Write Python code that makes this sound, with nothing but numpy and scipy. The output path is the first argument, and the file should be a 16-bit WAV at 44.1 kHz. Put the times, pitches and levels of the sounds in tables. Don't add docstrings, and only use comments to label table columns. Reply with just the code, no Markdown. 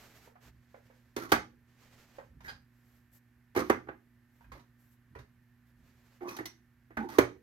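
import sys
import numpy as np
from scipy import signal
from scipy.fft import rfft, irfft, next_fast_len
from scipy.io import wavfile

SR = 44100
rng = np.random.default_rng(int(sys.argv[2]) if len(sys.argv) > 2 else 0)


def int16_out(signal):
    q = np.round(np.clip(np.atleast_2d(signal).T, -1, 1) * 32767)
    wavfile.write(sys.argv[1], SR, q.astype(np.int16))


N = 327310


def amp(db):
    return 10 ** (np.asarray(db) / 20)


def unit_rms(x):
    return x / np.sqrt(np.mean(x ** 2) + 1e-20)


def log_interp(points, hz):
    freqs, values = np.transpose(points)
    return np.interp(np.log(hz + 1), np.log(freqs + 1), values)


def jitter(t, rate_hz):
    return np.interp(t * rate_hz, np.arange(1024), rng.standard_normal(1024))


def fade(t, edge_s):
    return np.clip(np.minimum(t, t[-1] - t) / edge_s, 0, 1)


def add(track, start_s, sound):
    part = track[:, round(start_s * SR):][:, :sound.shape[-1]]
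    part += sound[..., :part.shape[-1]]


def filtered(x, response):
    size = x.shape[-1]
    padded = next_fast_len(size + 4096)
    return irfft(rfft(x, padded) * response(np.fft.rfftfreq(padded, 1 / SR)), padded)[..., :size]


def noise(spectrum, size, apart_hz=1500):
    def response(hz):
        angle = np.pi / 4 * hz / (hz + apart_hz)
        return amp(log_interp(spectrum, hz)) * np.array([np.cos(angle), np.sin(angle)])
    mid, side = filtered(rng.standard_normal((2, size)), response)
    return unit_rms(np.array([mid + side, mid - side]))


def ring(modes, t, tuning, attack_s, scatter_db, crest_s=0.003):
    freq, db, t60_s = np.transpose(modes)[:, :, None]
    hz = freq * tuning
    phases = 0.5 * rng.standard_normal(hz.shape)
    stereo_phases = rng.standard_normal((2, len(modes), 1)) * np.minimum(hz / 2200, 2)
    strengths = amp(db + scatter_db * rng.standard_normal(db.shape)) / np.linalg.norm(amp(db))
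    waves = np.sin(2 * np.pi * hz * (t - crest_s) + phases + stereo_phases)
    return (strengths * amp(-60 * t / t60_s) * waves).sum(axis=1) * (1 - np.exp(-t / attack_s))


def burst(spectrum, t, attack_s, t60_s):
    return noise(spectrum, len(t)) * (1 - np.exp(-t / attack_s)) ** 2 * amp(-60 * t / t60_s)


# freq_hz, t60_s
ROOM_DECAY = [(100, 0.6), (300, 0.29), (500, .22), (800, 0.22), (2000, 0.23), (6000, 0.26), (14000, 0.15)]
def in_room(x, wet_db, build_s=0.0016):
    diffuse = noise([(20, 0.0025), (20000, 0.003)], SR // 2, apart_hz=350)
    hz, t, bands = signal.stft(diffuse, SR, nperseg=256)
    decay = amp(-60 * t / log_interp(ROOM_DECAY, hz)[:, None])
    _, tail = signal.istft(bands * decay * (1 - np.exp(-t / build_s)), SR, nperseg=256)
    out = amp(wet_db) * signal.fftconvolve(x, tail / np.linalg.norm(tail[0]), axes=1)
    add(out, 0, x)
    return out


# freq_hz, level_db
MAINS_HUM = [(120, -66.5), (240, -68), (360, -84), (1560, -89.5), (1800, -84.5)]
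# freq_hz, density_db
AIR_SPECTRUM = [(25, -21.5), (100, -3.5), (170, -11), (250, -6.5), (420, -21.5), (700, -20), (1300, -18),
                (1750, -12), (2300, -19), (3500, -28.5), (10000, -34.5), (12500, -24.5), (16000, -38)]
RUMBLE_SPECTRUM = [(20, -22.5), (60, 6), (95, -2), (128, 1.5), (170, -9), (260, -10.5), (420, -32.5),
                   (1000, -68.5)]
# centre_s, level_db
TABLE_NUDGES = [(.53, -65), (2.38, -57), (2.53, -59.5), (4.54, -57), (5.18, -56.5), (5.84, -66)]
def background(air_db=-74, rumble_db=-72, nudge_half_s=0.067):
    t = np.arange(N) / SR
    hum = sum(amp(db) * np.sin(2 * np.pi * (hz * t + rng.random())) for hz, db in MAINS_HUM)
    swells = sum(amp(db) * np.exp(-np.minimum(((t - centre_s) / nudge_half_s) ** 2, 50))
                 for centre_s, db in TABLE_NUDGES)
    rumble = (amp(rumble_db) + swells) * noise(RUMBLE_SPECTRUM, N)
    return hum + rumble + amp(air_db) * noise(AIR_SPECTRUM, N)


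# freq_hz, density_db
CLOTH_SPECTRUM = [(150, -7), (400, -9), (1000, -12), (2000, -10.5), (3500, -17), (7000, -19), (10000, -30),
                  (12500, -21.5), (16000, -31)]
FIBRE_SPECTRUM = [(2000, -27), (8000, -9), (10000, -19), (12000, 3.5), (14300, -19), (16000, -11)]
# start_s, end_s, cloth_db, fibre_db
SLEEVE_STROKES = [(-.05, 0.068, -59, -69.5), (0.09, 0.304, -62.5, -72.5), (0.416, 0.497, -65.5, -77),
                  (0.53, 1.18, -76.5, -94), (1.734, 2.244, -66, -85), (2.748, 3.062, -79, -81),
                  (3.122, 3.189, -78, -69), (4.304, 4.47, -80.5, -82), (4.8, 4.95, -81, -74),
                  (5.66, 5.714, -78, -80), (5.8, 6.198, -73.5, -83.5)]
def sleeve_swishes(edge_share=0.37, uneven_db=3, uneven_hz=30):
    out, t = np.zeros((2, N)), np.arange(N) / SR
    cloth, fibres = noise(CLOTH_SPECTRUM, N), noise(FIBRE_SPECTRUM, N)
    for start_s, end_s, cloth_db, fibre_db in SLEEVE_STROKES:
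        edge_s = edge_share * (end_s - start_s)
        stroke = np.clip(np.minimum(t - start_s, end_s - t) / edge_s + 0.5, 0, 1)
        out += stroke * (amp(cloth_db) * cloth + amp(fibre_db) * fibres)
    return out * amp(uneven_db * jitter(t, uneven_hz))


# freq_hz, density_db
CLACK_SPECTRUM = [(60, -40), (350, -15.5), (700, -2.5), (1350, -0.5), (2100, -2.5), (2700, -15.5),
                  (4500, -35), (9000, -52)]
CLICK_SPECTRUM = [(500, -33.5), (1800, -3), (3000, 1.5), (4600, 1), (5200, -1), (5900, 2), (6900, -2),
                  (7500, -13), (8400, -4), (10000, -9.5), (12000, 2), (14300, -11.5), (15600, -10.5)]
# nominal_hz, relative_db, t60_s
RIM_MODES = [(2493, 1, .05), (3015, -5.5, .04), (3240, -3, .045), (3720, 0.5, 0.039), (4030, -5, .035),
             (4500, -3, 0.04), (4900, -1, 0.04), (5740, -4.5, 0.045), (5895, -5, 0.043), (6980, -5.5, .04)]
# freq_ratio, relative_db, t60_s
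LOOSE_CONE_MODES = [(1, 3, 0.044), (1.2, -10, 0.022), (1.55, -4.5, 0.034), (1.95, -7.5, 0.029)]
# start_s, ring_db, pitch_hz, click_db
CONE_PICKUPS = [(.275, -46, 485, -90), (0.355, -47, 714, -76), (.743, -36, 519, -90),
                (.9, -51.5, 520, -81.5), (2.184, -35.5, 530, -65), (2.405, -50.5, 918, -60),
                (2.48, -41, 1600, -50.5), (2.493, -44, 1300, -47.5), (4.408, -52, 940, -73),
                (4.443, -57, 1610, -73), (4.518, -40.5, 1076, -52), (4.552, -50, 570, -65.5),
                (4.594, -59, 952, -62.5), (5.151, -41, 956, -59.5), (5.158, -41, 420, -75.5),
                (5.187, -49.5, 538, -56)]
def cone_pickups(t60_s=0.063, lowpass_hz=7000):
    out, t = np.zeros((2, N)), np.arange(SR // 4) / SR
    for start_s, ring_db, pitch_hz, click_db in CONE_PICKUPS:
        body = amp(ring_db - 2) * ring(LOOSE_CONE_MODES, t, pitch_hz, attack_s=0.00046, scatter_db=1.5)
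        rattle_db = ring_db - 6 + 0.33 * (click_db - ring_db + 19.5)
        rattle = amp(rattle_db) * burst(CLACK_SPECTRUM, t, attack_s=0.0017, t60_s=t60_s)
        contact = burst(CLICK_SPECTRUM, t, attack_s=0.0014, t60_s=t60_s)
        rim = amp(-7) * ring(RIM_MODES, t, tuning=0.83, attack_s=0.00047, scatter_db=4)
        add(out, start_s, in_room(body + rattle + amp(click_db) * (contact + rim), wet_db=-1))
    return filtered(out, lambda hz: 1 / (1 + 1j * hz / lowpass_hz))


# harmonic, level_db
SQUEAK_HARMONICS = [(1, -55.5), (2, -45), (3, -64), (4, -57), (5, -58), (6, -52.5)]
def cone_squeak(start_s=2.48, length_s=0.0274, pitch_hz=820, waver=0.045, waver_hz=700):
    out, t = np.zeros((2, N)), np.arange(round(length_s * SR)) / SR
    phase = 2 * np.pi * np.cumsum(pitch_hz * (1 + waver * jitter(t, waver_hz))) / SR
    tone = sum(amp(db) * np.sin(harmonic * phase) for harmonic, db in SQUEAK_HARMONICS)
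    add(out, start_s, in_room(np.array([tone, tone]) * fade(t, edge_s=0.003), wet_db=-2))
    return out


# nominal_hz, relative_db, t60_s
PIN_MODES = [(2016, -3, 0.15), (2110, 0, 0.055), (3020, -8, 0.05), (3801, -9, .05), (5640, -9, 0.058),
             (5712, -9, .1), (5900, -10, .11), (6100, -10, 0.13), (6400, -11, .12)]
def pin_ping(start_s=6.456, level_db=-41):
    out, t = np.zeros((2, N)), np.arange(SR // 3) / SR
    pin = amp(level_db) * ring(PIN_MODES, t, tuning=0.99, attack_s=0.00055, scatter_db=2)
    add(out, start_s, in_room(pin, wet_db=-5))
    return out


# start_s, end_s, from_hz, to_hz, level_db, roughness (0-1)
FRICTION_CATCHES = [(1.208, 1.273, 1402, 1207, -50.5, .95), (2.444, 2.483, 1916, 1650, -51, .8),
                    (3.565, 3.636, 379.5, 320, -36.5, 0.59), (3.588, 3.634, 1098, 1251, -43, 0.91),
                    (3.887, 3.904, 347, 332, -43, .2), (6.212, 6.291, 355, 351, -43, 0.26),
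                    (6.212, 6.28, 799, 680, -53, 0.98), (6.24, 6.286, 979, 1100, -49.5, 0.96),
                    (6.272, 6.365, 5940, 5650, -60, 0.5), (6.285, 6.299, 2530, 2510, -41.5, 0.3),
                    (6.286, 6.302, 1128, 1130, -42, .35), (6.31, 6.37, 1152, 1000, -55, .95),
                    (6.382, 6.406, 1710, 1940, -43, .4), (6.397, 6.422, 346, 335, -40.5, .15),
                    (6.971, 6.999, 1618, 1530, -40, .6), (6.975, 7.04, 221.6, 221.5, -42, 0.23),
                    (6.974, 7.056, 845, 842, -43, .45), (7.039, 7.082, 357, 355, -45, .4),
                    (7.061, 7.112, 906, 861, -51.5, 0.48), (7.146, 7.183, 1193, 964, -52, .7)]
def friction_catches(blur_share=0.35, flutter_db=5, flutter_hz=200, edge_s=0.007):
    out = np.zeros((2, N))
    for start_s, end_s, from_hz, to_hz, level_db, roughness in FRICTION_CATCHES:
        t = np.arange(round(max(end_s - start_s, edge_s) * SR)) / SR
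        phase = 2 * np.pi * np.cumsum(np.linspace(from_hz, to_hz, len(t))) / SR
        blur_hz = blur_share * roughness * from_hz
        slips = 1 - roughness + roughness * (jitter(t, blur_hz) + 1j * jitter(t, blur_hz))
        flutter = amp(roughness * flutter_db * jitter(t, flutter_hz))
        tone = unit_rms(np.real(slips * np.exp(1j * phase)) * flutter)
        stroke = amp(level_db) * fade(t, edge_s)
        add(out, start_s, in_room(np.array([tone, tone]) * stroke, wet_db=-7))
    return out


# freq_hz, density_db
JUDDER_SPECTRUM = [(40, -24), (120, -12), (180, -17), (270, 2.5), (350, 1.5), (430, -5.5), (560, -14.5),
                   (900, -19), (2500, -58)]
# start_s, end_s, judder_db, hiss_db
CONE_SLIDES = [(1.167, 1.272, -50, -57), (1.286, 1.332, -57, -60), (2.434, 2.518, -65, -63.5),
               (3.566, 3.633, -39, -61), (3.632, 3.713, -67, -63), (4.517, 4.612, -64, -74),
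               (6.209, 6.292, -49.5, -72), (6.272, 6.305, -48.5, -55.5), (6.301, 6.419, -55.5, -61),
               (6.976, 7.073, -46.5, -70), (7.109, 7.195, -54, -59)]
def cone_slides(slip_hz=260, slip_db=4, ease_db=6):
    out = np.zeros((2, N))
    for start_s, end_s, judder_db, hiss_db in CONE_SLIDES:
        t = np.arange(round((end_s - start_s) * SR)) / SR
        slips = unit_rms(amp(slip_db * jitter(t, slip_hz)))
        stroke = fade(t, edge_s=0.014) * amp(ease_db * (0.5 - t / t[-1]))
        judder = amp(judder_db) * noise(JUDDER_SPECTRUM, len(t))
        scrape = amp((judder_db + hiss_db) / 2 + 0.5) * noise(CLACK_SPECTRUM, len(t))
        hiss = amp(hiss_db) * noise(CLICK_SPECTRUM, len(t))
        add(out, start_s, in_room((judder + scrape + hiss) * slips * stroke, wet_db=-4))
    return out


# nominal_hz, relative_db, t60_s
TABLE_MODES = [(61, -10, 0.3), (76.07, -9.5, 0.39), (97, -8, 0.22), (123.4, -3.5, 0.33), (140, -6, 0.11),
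               (189, -1.5, .17), (232.6, 0.5, .17)]
HOUSING_MODES = [(255, -8.5, 0.13), (310, -12.5, 0.19), (338, -3, 0.1), (367, -1.5, 0.096),
                 (409, -2, 0.069), (436, -5.5, 0.1), (523.8, -7.5, 0.12), (575, -5, 0.07)]
SEATED_CONE_MODES = [(676, -3, 0.074), (794, 0.5, 0.06), (847.4, 0, 0.049), (1068, -2, .05),
                     (1170, -2.5, 0.051), (1227, -2, 0.041), (1389, -3, 0.06), (1528, -2.5, .06),
                     (1643, -7, 0.12), (1900, -13, 0.14), (2134, -14, 0.051), (2285, -14.5, 0.052)]
# start_s, thud_db, clack_db, click_db, housing_tuning, damping_db
CONE_KNOCKS = [(1.163, -25.5, -33, -38.5, 0.96, -3), (1.318, -13.5, -14, -22, 0.95, 0),
               (3.549, -42, -36.5, -50.5, 1.2, -8), (3.561, -21, -26.5, -39.5, 0.88, 0),
               (3.572, -20, -27, -38, 0.97, -1), (3.59, -24, -34.5, -41, 1, 0),
               (3.602, -30, -38, -41.5, 1.03, 11), (3.697, -12, -18, -34.5, 0.99, 6.5),
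               (3.87, -48, -54, -80, 0.97, 4), (3.885, -31, -37, -70.5, 0.97, 7.5),
               (6.206, -47.5, -49.5, -79, 0.83, 3), (6.289, -52, -45, -45, 0.96, 3),
               (6.365, -52, -46, -43.5, 1.2, 5), (6.386, -37.5, -37, -52.5, 0.85, -1.5),
               (6.404, -35.5, -53, -66, .88, 10), (6.455, -57, -46.5, -38, 0.97, 1),
               (6.904, -50.5, -53.5, -77, 0.92, -2), (6.969, -37, -27.5, -50, 0.72, 5.5),
               (7.087, -58, -47, -51, 0.72, 2), (7.099, -54, -46, -51, 0.57, -5),
               (7.184, -5.5, -14, -26, 1.09, 5.5)]
def cone_knocks(seat_s=0.014, grip_s=0.0011):
    out, t = np.zeros((2, N)), np.arange(SR // 4) / SR
    for start_s, thud_db, clack_db, click_db, housing_tuning, damping_db in CONE_KNOCKS:
        seated = (1 + np.tanh((t - seat_s) / grip_s)) / 2
        grip = amp(-damping_db * seated)
        housing = ring(HOUSING_MODES, t, housing_tuning, attack_s=0.004, scatter_db=1.96, crest_s=0.006)
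        table = ring(TABLE_MODES, t, tuning=0.98, attack_s=0.0041, scatter_db=3, crest_s=0.014)
        cone = ring(SEATED_CONE_MODES, t, tuning=0.99, attack_s=0.0021, scatter_db=1.5, crest_s=0.005)
        rattle = amp(-2) * burst(CLACK_SPECTRUM, t, attack_s=0.002, t60_s=0.095)
        rim = ring(RIM_MODES, t, tuning=0.99, attack_s=0.0018, scatter_db=1.5)
        contact = burst(CLICK_SPECTRUM, t, attack_s=0.0012, t60_s=0.052)
        table_db = 0.82 * clack_db - 19
        thud = in_room(amp(thud_db - 1) * grip * housing + amp(table_db) * table, wet_db=-12)
        clack = in_room(amp(clack_db) * grip * (cone + rattle) + amp(click_db - 8) * rim, wet_db=-5)
        click = in_room(amp(click_db + 3) * grip * contact, wet_db=-8)
        add(out, start_s, thud + clack + click)
    return out


# freq_hz, left_minus_right_db
STEREO_BALANCE = [(100, -3), (400, -5.8), (1200, -5.5), (2400, -2.5), (4400, -5.5), (8000, .5), (15000, .5)]
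def scene(left_lag_s=0.0002403):
    sides = np.array([[0.5], [-0.5]])
    cones = (cone_knocks() + cone_pickups() + cone_slides()
             + friction_catches() + cone_squeak() + pin_ping())
    cones = filtered(cones, lambda hz: np.exp(-2j * np.pi * hz * sides * left_lag_s))
    mix = cones + sleeve_swishes() + background()
    return filtered(mix, lambda hz: amp(sides * log_interp(STEREO_BALANCE, hz)))


def record(dry, top_hz=16000):
    return filtered(dry, lambda hz: 1 / np.sqrt(1 + (hz / top_hz) ** 160))


dry = scene()
out = record(dry)
int16_out(out)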